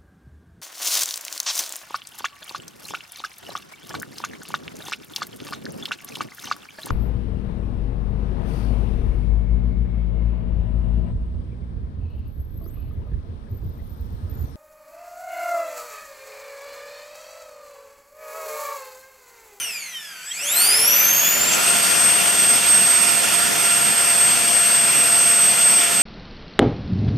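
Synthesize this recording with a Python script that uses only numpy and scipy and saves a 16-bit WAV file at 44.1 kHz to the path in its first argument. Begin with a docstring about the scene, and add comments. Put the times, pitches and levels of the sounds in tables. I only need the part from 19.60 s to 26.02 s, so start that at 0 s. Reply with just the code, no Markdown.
"""A whine sinks, climbs steeply and holds high over rushing air: a twelve-blade electric ducted fan on a
test stand coasts down, is throttled up and held at full power. One shaft speed drives blade harmonics,
shaft orders, stand resonances and the level and colour of filtered-noise air. The speed controller whistles.
Room echoes make the gliding tones flutter; the held whine swells and fades in the moving air."""
import sys
import numpy as np
from scipy import signal
from scipy.fft import rfft, irfft, next_fast_len
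from scipy.io import wavfile
from scipy.ndimage import uniform_filter1d

SR = 44100
rng = np.random.default_rng(int(sys.argv[2]) if len(sys.argv) > 2 else 0)


def bounce(signal):
    """Save signal as a 16-bit WAV file at the path given by the first command-line argument."""
    frames = np.transpose(np.atleast_2d(signal))
    limited = np.clip(frames, -1, 1)
    pcm = np.round(limited * 32767).astype(np.int16)
    wavfile.write(sys.argv[1], SR, pcm)


N = 283116
TIME = np.arange(N) / SR
BLADE_COUNT = 12


def amp(db):
    """Decibels to gain."""
    return 10 ** (np.asarray(db) / 20)


def evened(x):
    """Scales to rms 1."""
    return x / np.sqrt(np.mean(abs(x) ** 2) + 1e-20)


def follow(rows, t=TIME):
    """Columns of a curve table, interpolated at the times t."""
    s, *columns = np.transpose(rows)
    return [np.interp(t, s, c) for c in columns]


def read(points, hz):
    """Spectrum table interpolated on a log-frequency axis."""
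    f, value = np.transpose(points)
    return np.interp(np.log(hz + 1), np.log(f + 1), value)


def resonance(hz, centre_hz, width_hz):
    """Bell-shaped response, 1 at the centre and 1/2 at half the width to either side."""
    return 1 / (1 + (2 * (hz - centre_hz) / width_hz) ** 2)


def bumps(rows, hz):
    """Summed dB of bell-shaped peaks or dips."""
    return sum(db * resonance(hz, f, width) for f, width, db in rows)


def wander(rate_hz, slope=2):
    """Complex random drift of rms 1 that falls off above the given rate."""
    size = next_fast_len(N, real=True)
    hz = np.fft.rfftfreq(size, 1 / SR)
    spectrum = rfft(rng.standard_normal((2, size)))
    lowpass = 1 / np.sqrt(1 + (hz / rate_hz) ** (2 * slope))
    a, b = irfft(spectrum * lowpass, size)[:, :N]
    return evened(a + 1j * b)


def eddies(rate_hz, apart, slope=2):
    """Drift at two microphones: a shared part plus each one's own, weighted by apart."""
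    own = np.array([wander(rate_hz, slope), wander(rate_hz, slope)])
    return evened(wander(rate_hz, slope) + apart * own)


def tone(turns, db, drift=1):
    """Sine of the given rms level before a complex drift shakes it."""
    return np.sqrt(2) * amp(db) * (drift * np.exp(2j * np.pi * turns)).real


# DRAG_PER_TURN: share of the speed lost to air drag in each turn
COAST_RPS, DRAG_PER_TURN = 261, .00713
# full-power battery sag: quick drop with its time constant, then steady loss
SAG_RPS, SAG_S, DRAIN_RPS_PER_S = 3.25, .33, 1.6
# throttle opening, before smoothing: (time [s], shaft speed [turns/s])
SPIN_UP_RPS = [(.6, 124.5), (.65, 131), (.7, 151), (.8, 215.9), (.91, 307), (1, 363.5), (1.1, 406.4),
               (1.3, 482), (1.5, 528), (1.9, 620), (2.02, 673), (2.11, 697.3)]


def shaft_speed():
    """Turns per second: drag slows the rotor, the throttle winds it up, the battery sags under load."""
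    coasting = COAST_RPS / (1 + DRAG_PER_TURN * COAST_RPS * TIME)
    loaded_s = np.maximum(TIME - SPIN_UP_RPS[-1][0], 0)
    sag_rps = SAG_RPS * (1 - np.exp(-loaded_s / SAG_S)) + DRAIN_RPS_PER_S * loaded_s
    driven = follow(SPIN_UP_RPS)[0] - sag_rps
    return uniform_filter1d(np.maximum(coasting, driven), size=1400, mode="nearest")


KNEE_RPS, RUSH_DB_PER_RPS = 358, .078
SURGE_AT_S, SURGE_RISE_S, SURGE_FALL_S, SURGE_DB = 1.81, 0.12, 1.16, 2.5


def airflow(shaft_hz):
    """Flow in dB re steady full power: rises with speed up to a knee, surges once at the throttle stop."""
    since = np.maximum(TIME - SURGE_AT_S, 0)
    fall = np.exp(-np.maximum(since - SURGE_RISE_S, 0) / SURGE_FALL_S)
    surge = np.minimum(since / SURGE_RISE_S, 1) * fall
    return RUSH_DB_PER_RPS * np.minimum(shaft_hz - KNEE_RPS, 0) + SURGE_DB * surge


# blade harmonics 1 to 8, before duct lift: (level above the knee [dB], gain per dB of flow [dB/dB])
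BLADE_HARMONICS = [(-21, 1.45), (-17.5, 1.6), (-19, 1.5), (-26, 1.5), (-27, 1.4), (-37, 1.15), (-34, 1.15),
                   (-41, 1.05)]
# duct and stand resonances, unscaled: (frequency [Hz], width [Hz], lift [dB])
DUCT_RESONANCES = [(208, 39, 4.5), (590, 28, 1.5), (704, 62, 6), (980, 82, 3), (1280, 120, 2),
                   (1404, 63, 9), (1744, 30, 3.5), (2416, 58, 4.5), (2707, 195, 4)]


def gliding_whine(turns, shaft_hz, flow_db, coloured=.9):
    """Blade harmonics grow with flow and swell at duct resonances; turbulence makes each tremble."""
    out = np.zeros((2, N))
    for k, (db, growth) in enumerate(BLADE_HARMONICS, 1):
        order = k * BLADE_COUNT
        lift_db = coloured * bumps(DUCT_RESONANCES, order * shaft_hz)
        level_db = db + growth * np.minimum(flow_db, 0) + lift_db
        tremble = .25 * eddies(90, .5, slope=1.4)
        audible = order * shaft_hz < SR / 2
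        out += audible * tone(order * turns, level_db, 1 + tremble)
    return out


# full-power whine, before trim and fading: (time [s], level [dB], left minus right [dB])
HELD_WHINE = [(2.1, -18, 5), (2.16, -21.5, 0.0), (2.28, -21.5, 2.5), (2.33, -25.5, 13), (2.41, -16.5, 4),
              (2.58, -20, 3.0), (2.64, -25, 9), (2.69, -17.5, 3), (2.76, -25, 0.0), (2.8, -17.5, -0.5),
              (2.93, -18, 2.0), (3.01, -22, -0.5), (3.12, -15.5, -2), (3.29, -16.5, -1.0),
              (3.41, -17.5, -6.5), (3.61, -22.5, -9), (3.7, -26.5, -3), (3.75, -22.5, -13),
              (3.84, -20.5, 0.0), (3.95, -28.5, -7), (4.0, -21, -3), (4.44, -19.5, 0.5), (4.65, -16, -1),
              (4.83, -23, 2.5), (4.88, -18.5, 3), (5.5, -17, -1.5), (5.88, -16.5, 1.0), (5.95, -20, 0.0),
              (6.07, -15, -1), (6.22, -17.5, 0), (6.27, -23, -0.5), (6.42, -16, -2.0)]


def held_whine(turns, trim_db=2, fray=0.24, spread=1.0, lag_rad=0.1):
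    """Blade tone at full power: swells, fades at random, trembles, sits in a narrow noise skirt."""
    db, pan_db = follow(HELD_WHINE)
    sides = np.array([[1], [-1]])
    fading = .2 * eddies(12, .9) + .14 * eddies(35, .9)
    # slightly out of phase at the two microphones
    drift = np.exp(1j * lag_rad * sides) * (1 + fading)
    blade_turns = BLADE_COUNT * turns
    core = tone(blade_turns, db + trim_db + spread * sides * pan_db / 2, drift)
    skirt = tone(blade_turns, np.median(db) + trim_db, fray * eddies(96, 1.0, slope=1.25))
    return core + skirt


CONVERTER_HZ = 48000
FOLD_CENTRE_HZ, FOLD_WIDTH_HZ = 4200, 3400  # band that passes best
# folded blade harmonics, before flow, band and flutter: (harmonic number, level [dB])
FOLDED_HARMONICS = [(5, -39), (6, -35), (7, -35)]


def folded_whine(turns, shaft_hz, flow_db, flutter=0.47):
    """Faint whistles: ultrasonic blade harmonics mirrored by the converter, at |rate - harmonic|."""
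    out = np.zeros((2, N))
    for k, db in FOLDED_HARMONICS:
        order = k * BLADE_COUNT
        mirrored_hz = abs(CONVERTER_HZ - order * shaft_hz)
        passed = resonance(mirrored_hz, FOLD_CENTRE_HZ, FOLD_WIDTH_HZ)
        drift = 0.74 + flutter * eddies(6, 0.46)
        out += passed * tone(CONVERTER_HZ * TIME - order * turns, db + flow_db, drift)
    return out


RUSH_DB = -27.8  # before flow and flicker
# rush colour, idling: (frequency [Hz], density [dB per Hz])
IDLE_COLOUR = [(25, -20), (100, -13.5), (170, -15.5), (300, -11), (1150, -6.5), (1330, -4), (2400, 5),
               (3500, -0.5), (4300, -3.5), (6500, -3), (9000, -8), (15000, -3)]
# rush colour, full power: (frequency [Hz], density [dB per Hz])
FULL_COLOUR = [(25, -24), (70, -15.5), (150, -4.5), (220, -4), (300, -6.5), (500, -4), (1100, -4.5),
               (1800, -0.5), (2700, 0), (3500, 0), (5000, -2), (7300, -3.5), (9500, -5), (15000, -5.5)]
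# jet swirl in the room, out of step at the two microphones: (frequency [Hz], level re rush [dB])
JET_SWIRL = [(30, 2), (80, 9), (150, 2.5), (320, 6.5), (500, 4.5), (700, 4), (1150, 2.5), (1700, -2.5),
             (2500, -5.5), (3400, -5), (5000, -7.5), (10000, -8), (14000, -15)]


def rush(speed, flow_db, patchy_db=1, flicker_db=0.54, calm_db=-13, right_db=0.24):
    """Turbulent air coloured by the duct; with speed it fills out in the bass and swirls wide."""
    frames, hz = N // 512 + 5, np.fft.rfftfreq(2048, 1 / SR)
    frame_speed = np.interp(np.arange(frames) * 512 / SR, TIME, speed)[:, None]
    a, b, c, d, patches = rng.standard_normal((5, frames, len(hz)))
    power = np.clip((frame_speed - .3) / 0.66, 0, 1)
    air_db = (1 - power) * read(IDLE_COLOUR, hz) + power * read(FULL_COLOUR, hz)
    duct = amp(air_db + bumps(DUCT_RESONANCES, hz))
    # the jet stirs the room only once it has some force
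    stirred = np.clip((frame_speed - .32) / .33, 0, 1)
    swirl = amp(air_db + (1 - stirred) * calm_db + stirred * read(JET_SWIRL, hz))
    # level each frame by its mid-band energy
    body = (hz > 900) & (hz < 2900)
    size = np.sqrt((duct[:, body] ** 2).sum(1, keepdims=True))
    patches = uniform_filter1d(patches, size=7, axis=0)
    patches = evened(uniform_filter1d(patches, size=25, axis=1))
    noise = np.array([duct * (a + 1j * b), swirl * (c + 1j * d)])
    z = noise * amp(patchy_db * patches) / size
    mid, side = signal.istft(z.transpose(0, 2, 1), nperseg=2048, noverlap=1536)[1][:, :N]
    air = np.array([(mid + side) / amp(right_db), (mid - side) * amp(right_db)])
    flicker = flicker_db * evened(wander(17).real)
    return air * np.sqrt(2) * amp(RUSH_DB + flow_db + flicker)


# part-throttle whistle, before shake: (time [s], frequency [Hz], level [dB], sideband level [dB])
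CONTROLLER_WHISTLE = [(0, 7900, -56, -70), (.6, 7725, -51, -68), (.68, 7730, -34, -60),
                      (.87, 7650, -32.5, -48), (1.08, 7510, -31.5, -32), (1.2, 7500, -38, -33),
                      (1.45, 7480, -37, -47), (2, 7500, -60, -70)]
# shaft-rotation sidebands above it: (multiple of shaft speed, level re sideband level [dB])
WHISTLE_SIDEBANDS = [(6, -9), (7, -7), (8, -6), (9, -7), (10, -3), (11, -8), (12, -6), (13, -9)]


def controller(turns):
    """Speed controller's thin whistle; the shaft's rotation throws sidebands above it."""
    hz, db, sidebands_db = follow(CONTROLLER_WHISTLE)
    switching = np.cumsum(hz) / SR
    out = tone(switching, db, 1 + 0.45 * eddies(25, 0.67))
    for order, side_db in WHISTLE_SIDEBANDS:
        drift = 1.1 + .5 * eddies(20, 0.65)
        out = out + tone(switching + order * turns, sidebands_db + side_db, drift)
    return out


RING_LAG_S = .008  # build-up delay of a resonance
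# orders meeting stand and housing resonances, before trim and shake:
# (multiple of shaft speed, frequency [Hz], width [Hz], level [dB])
PASSING_ORDERS = [(1, 440, 170, -42), (2, 460, 70, -56), (2, 695, 130, -40), (2, 930, 380, -44),
                  (3, 700, 170, -53), (6, 3375, 110, -27), (9, 5740, 240, -35), (10, 1300, 260, -54),
                  (10, 6330, 180, -24), (11, 6950, 240, -29), (20, 3150, 210, -27.5),
                  (32.4, 15200, 2100, -16)]


def housing(turns, shaft_hz, shake=.25, trim_db=.5):
    """Stand and housing sing when a shaft order meets a resonance, a moment after it arrives."""
    drift = 1 + shake * eddies(14, 1.0)
    felt_hz = np.interp(TIME - RING_LAG_S, TIME, shaft_hz)
    out = 0
    for order, hz, width, db in PASSING_ORDERS:
        nearness = resonance(order * felt_hz, hz, width) ** 2
        out = out + nearness * tone(order * turns, db + trim_db, drift)
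    return out


DRONE_START_S, DRONE_LENGTH_S, DRONE_HZ, DRONE_DB = .75, 1.1, 577, -43  # dB at the peak of the arch


def stand():
    """Uneven drone of the stand: swells and dies away during the spin-up."""
    arch = np.sin(np.pi * np.clip((TIME - DRONE_START_S) / DRONE_LENGTH_S, 0, 1))
    return np.sqrt(abs(arch)) * tone(DRONE_HZ * TIME, DRONE_DB, eddies(5.7, 0.45))


# unbalance, unequal blades, bearing tone; at top speed, before wavering:
# (multiple of shaft speed, level [dB])
SHAFT_ORDERS = [(1, -36.5), (2, -41), (3, -45), (4, -37), (5, -40.5), (8, -42.5), (9, -67), (10, -40),
                (11, -38), (13, -54), (14, -40), (16, -50), (17.65, -43), (20, -50)]


def shaft_hum(turns, speed, rise_db=55):
    """Shaft orders that waver slowly and stand out of the rush only near full speed."""
    out = 0
    for order, db in SHAFT_ORDERS:
        wavering = 1 + .14 * eddies(4, .6)
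        out = out + tone(order * turns, db - rise_db * (1 - speed) ** 0.85, wavering)
    return out


ROOM_HUM_HZ, ROOM_HUM_DB = 178, -66


def room_hum():
    """Faint hum of fixed pitch in the room, shaken by slow drift."""
    return tone(ROOM_HUM_HZ * TIME, ROOM_HUM_DB, wander(10))


# reverberation: (frequency [Hz], T60 [s])
ROOM_T60 = [(200, 0.36), (3000, 0.19), (8000, 0.29), (15000, 0.095)]


def room(x, wet_db=-6, early_db=-3, apart=0.62, count=8):
    """Direct sound, a few echoes from table and wall, and a tail whose bands die at their own speeds."""
    shape = (3, SR // 2)
    taps = rng.standard_normal(shape) * (rng.random(shape) < 2000 / SR)
    hz, t, z = signal.stft(taps[0] + apart * taps[1:], SR, nperseg=256)
    decay = amp(-60 * t / read(ROOM_T60, hz)[:, None])
    tail = signal.istft(z * decay, SR, nperseg=256)[1]
    response = amp(wet_db) * tail / np.linalg.norm(tail[0])
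    response[:, 0] += 1
    delays = (rng.uniform(.004, .028, count) * SR).astype(int)
    echoes = rng.choice([-1, 1], count) + apart * rng.standard_normal((2, count))
    response[:, delays] += amp(early_db) / np.sqrt(count) * echoes
    response /= np.linalg.norm(response, axis=1, keepdims=True)
    return signal.fftconvolve(x, response, axes=1)[:, :N]


SETTLE_AT_S, SETTLE_S = 2.07, 0.076  # crossfade from gliding to held whine
UNLOADED_DB = -2  # motor-off rush offset at the start, shrinking to 0 as the throttle opens
LEAST_FLOW_DB = -16.5  # floor from air still moving in the room, re full power


def scene():
    """One shaft speed drives tones and air; once it settles, echoes no longer beat against the whine."""
    shaft_hz = shaft_speed()
    turns = np.cumsum(shaft_hz + 0.0948 * wander(4.74).real) / SR
    speed, flow_db = shaft_hz / shaft_hz.max(), airflow(shaft_hz)
    settled = np.clip((TIME - SETTLE_AT_S) / SETTLE_S, 0, 1)
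    gliding = room(np.sqrt(1 - settled) * gliding_whine(turns, shaft_hz, flow_db))
    held = np.sqrt(settled) * held_whine(turns)
    whine = gliding + held + folded_whine(turns, shaft_hz, flow_db)
    unloaded = np.clip(1 - TIME / SPIN_UP_RPS[0][0], 0, 1)
    air = rush(speed, np.maximum(flow_db + UNLOADED_DB * unloaded, LEAST_FLOW_DB))
    machine = controller(turns) + housing(turns, shaft_hz) + stand() + shaft_hum(turns, speed)
    return whine + air + machine + room_hum()


EDGE_HZ = 15600
# microphone notches: (frequency [Hz], width [Hz], depth [dB])
MIC_NOTCHES = [(3950, 330, -10), (7865, 120, -14)]
# microphone treble fall: (frequency [Hz], level [dB])
MIC_TREBLE = [(12000, -0.5), (13000, -3), (14000, -7), (15000, -22), (16000, -26)]


def record(dry):
    """Microphone's two notches and dull top, then the band limit."""
    hz = np.fft.rfftfreq(N, 1 / SR)
    heard = irfft(rfft(dry) * amp(bumps(MIC_NOTCHES, hz) + read(MIC_TREBLE, hz)), N)
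    band_limit = signal.firwin(511, EDGE_HZ, window=("kaiser", 9), fs=SR)
    return signal.oaconvolve(heard, band_limit[None], "same")


dry = scene()
out = record(dry)
bounce(out)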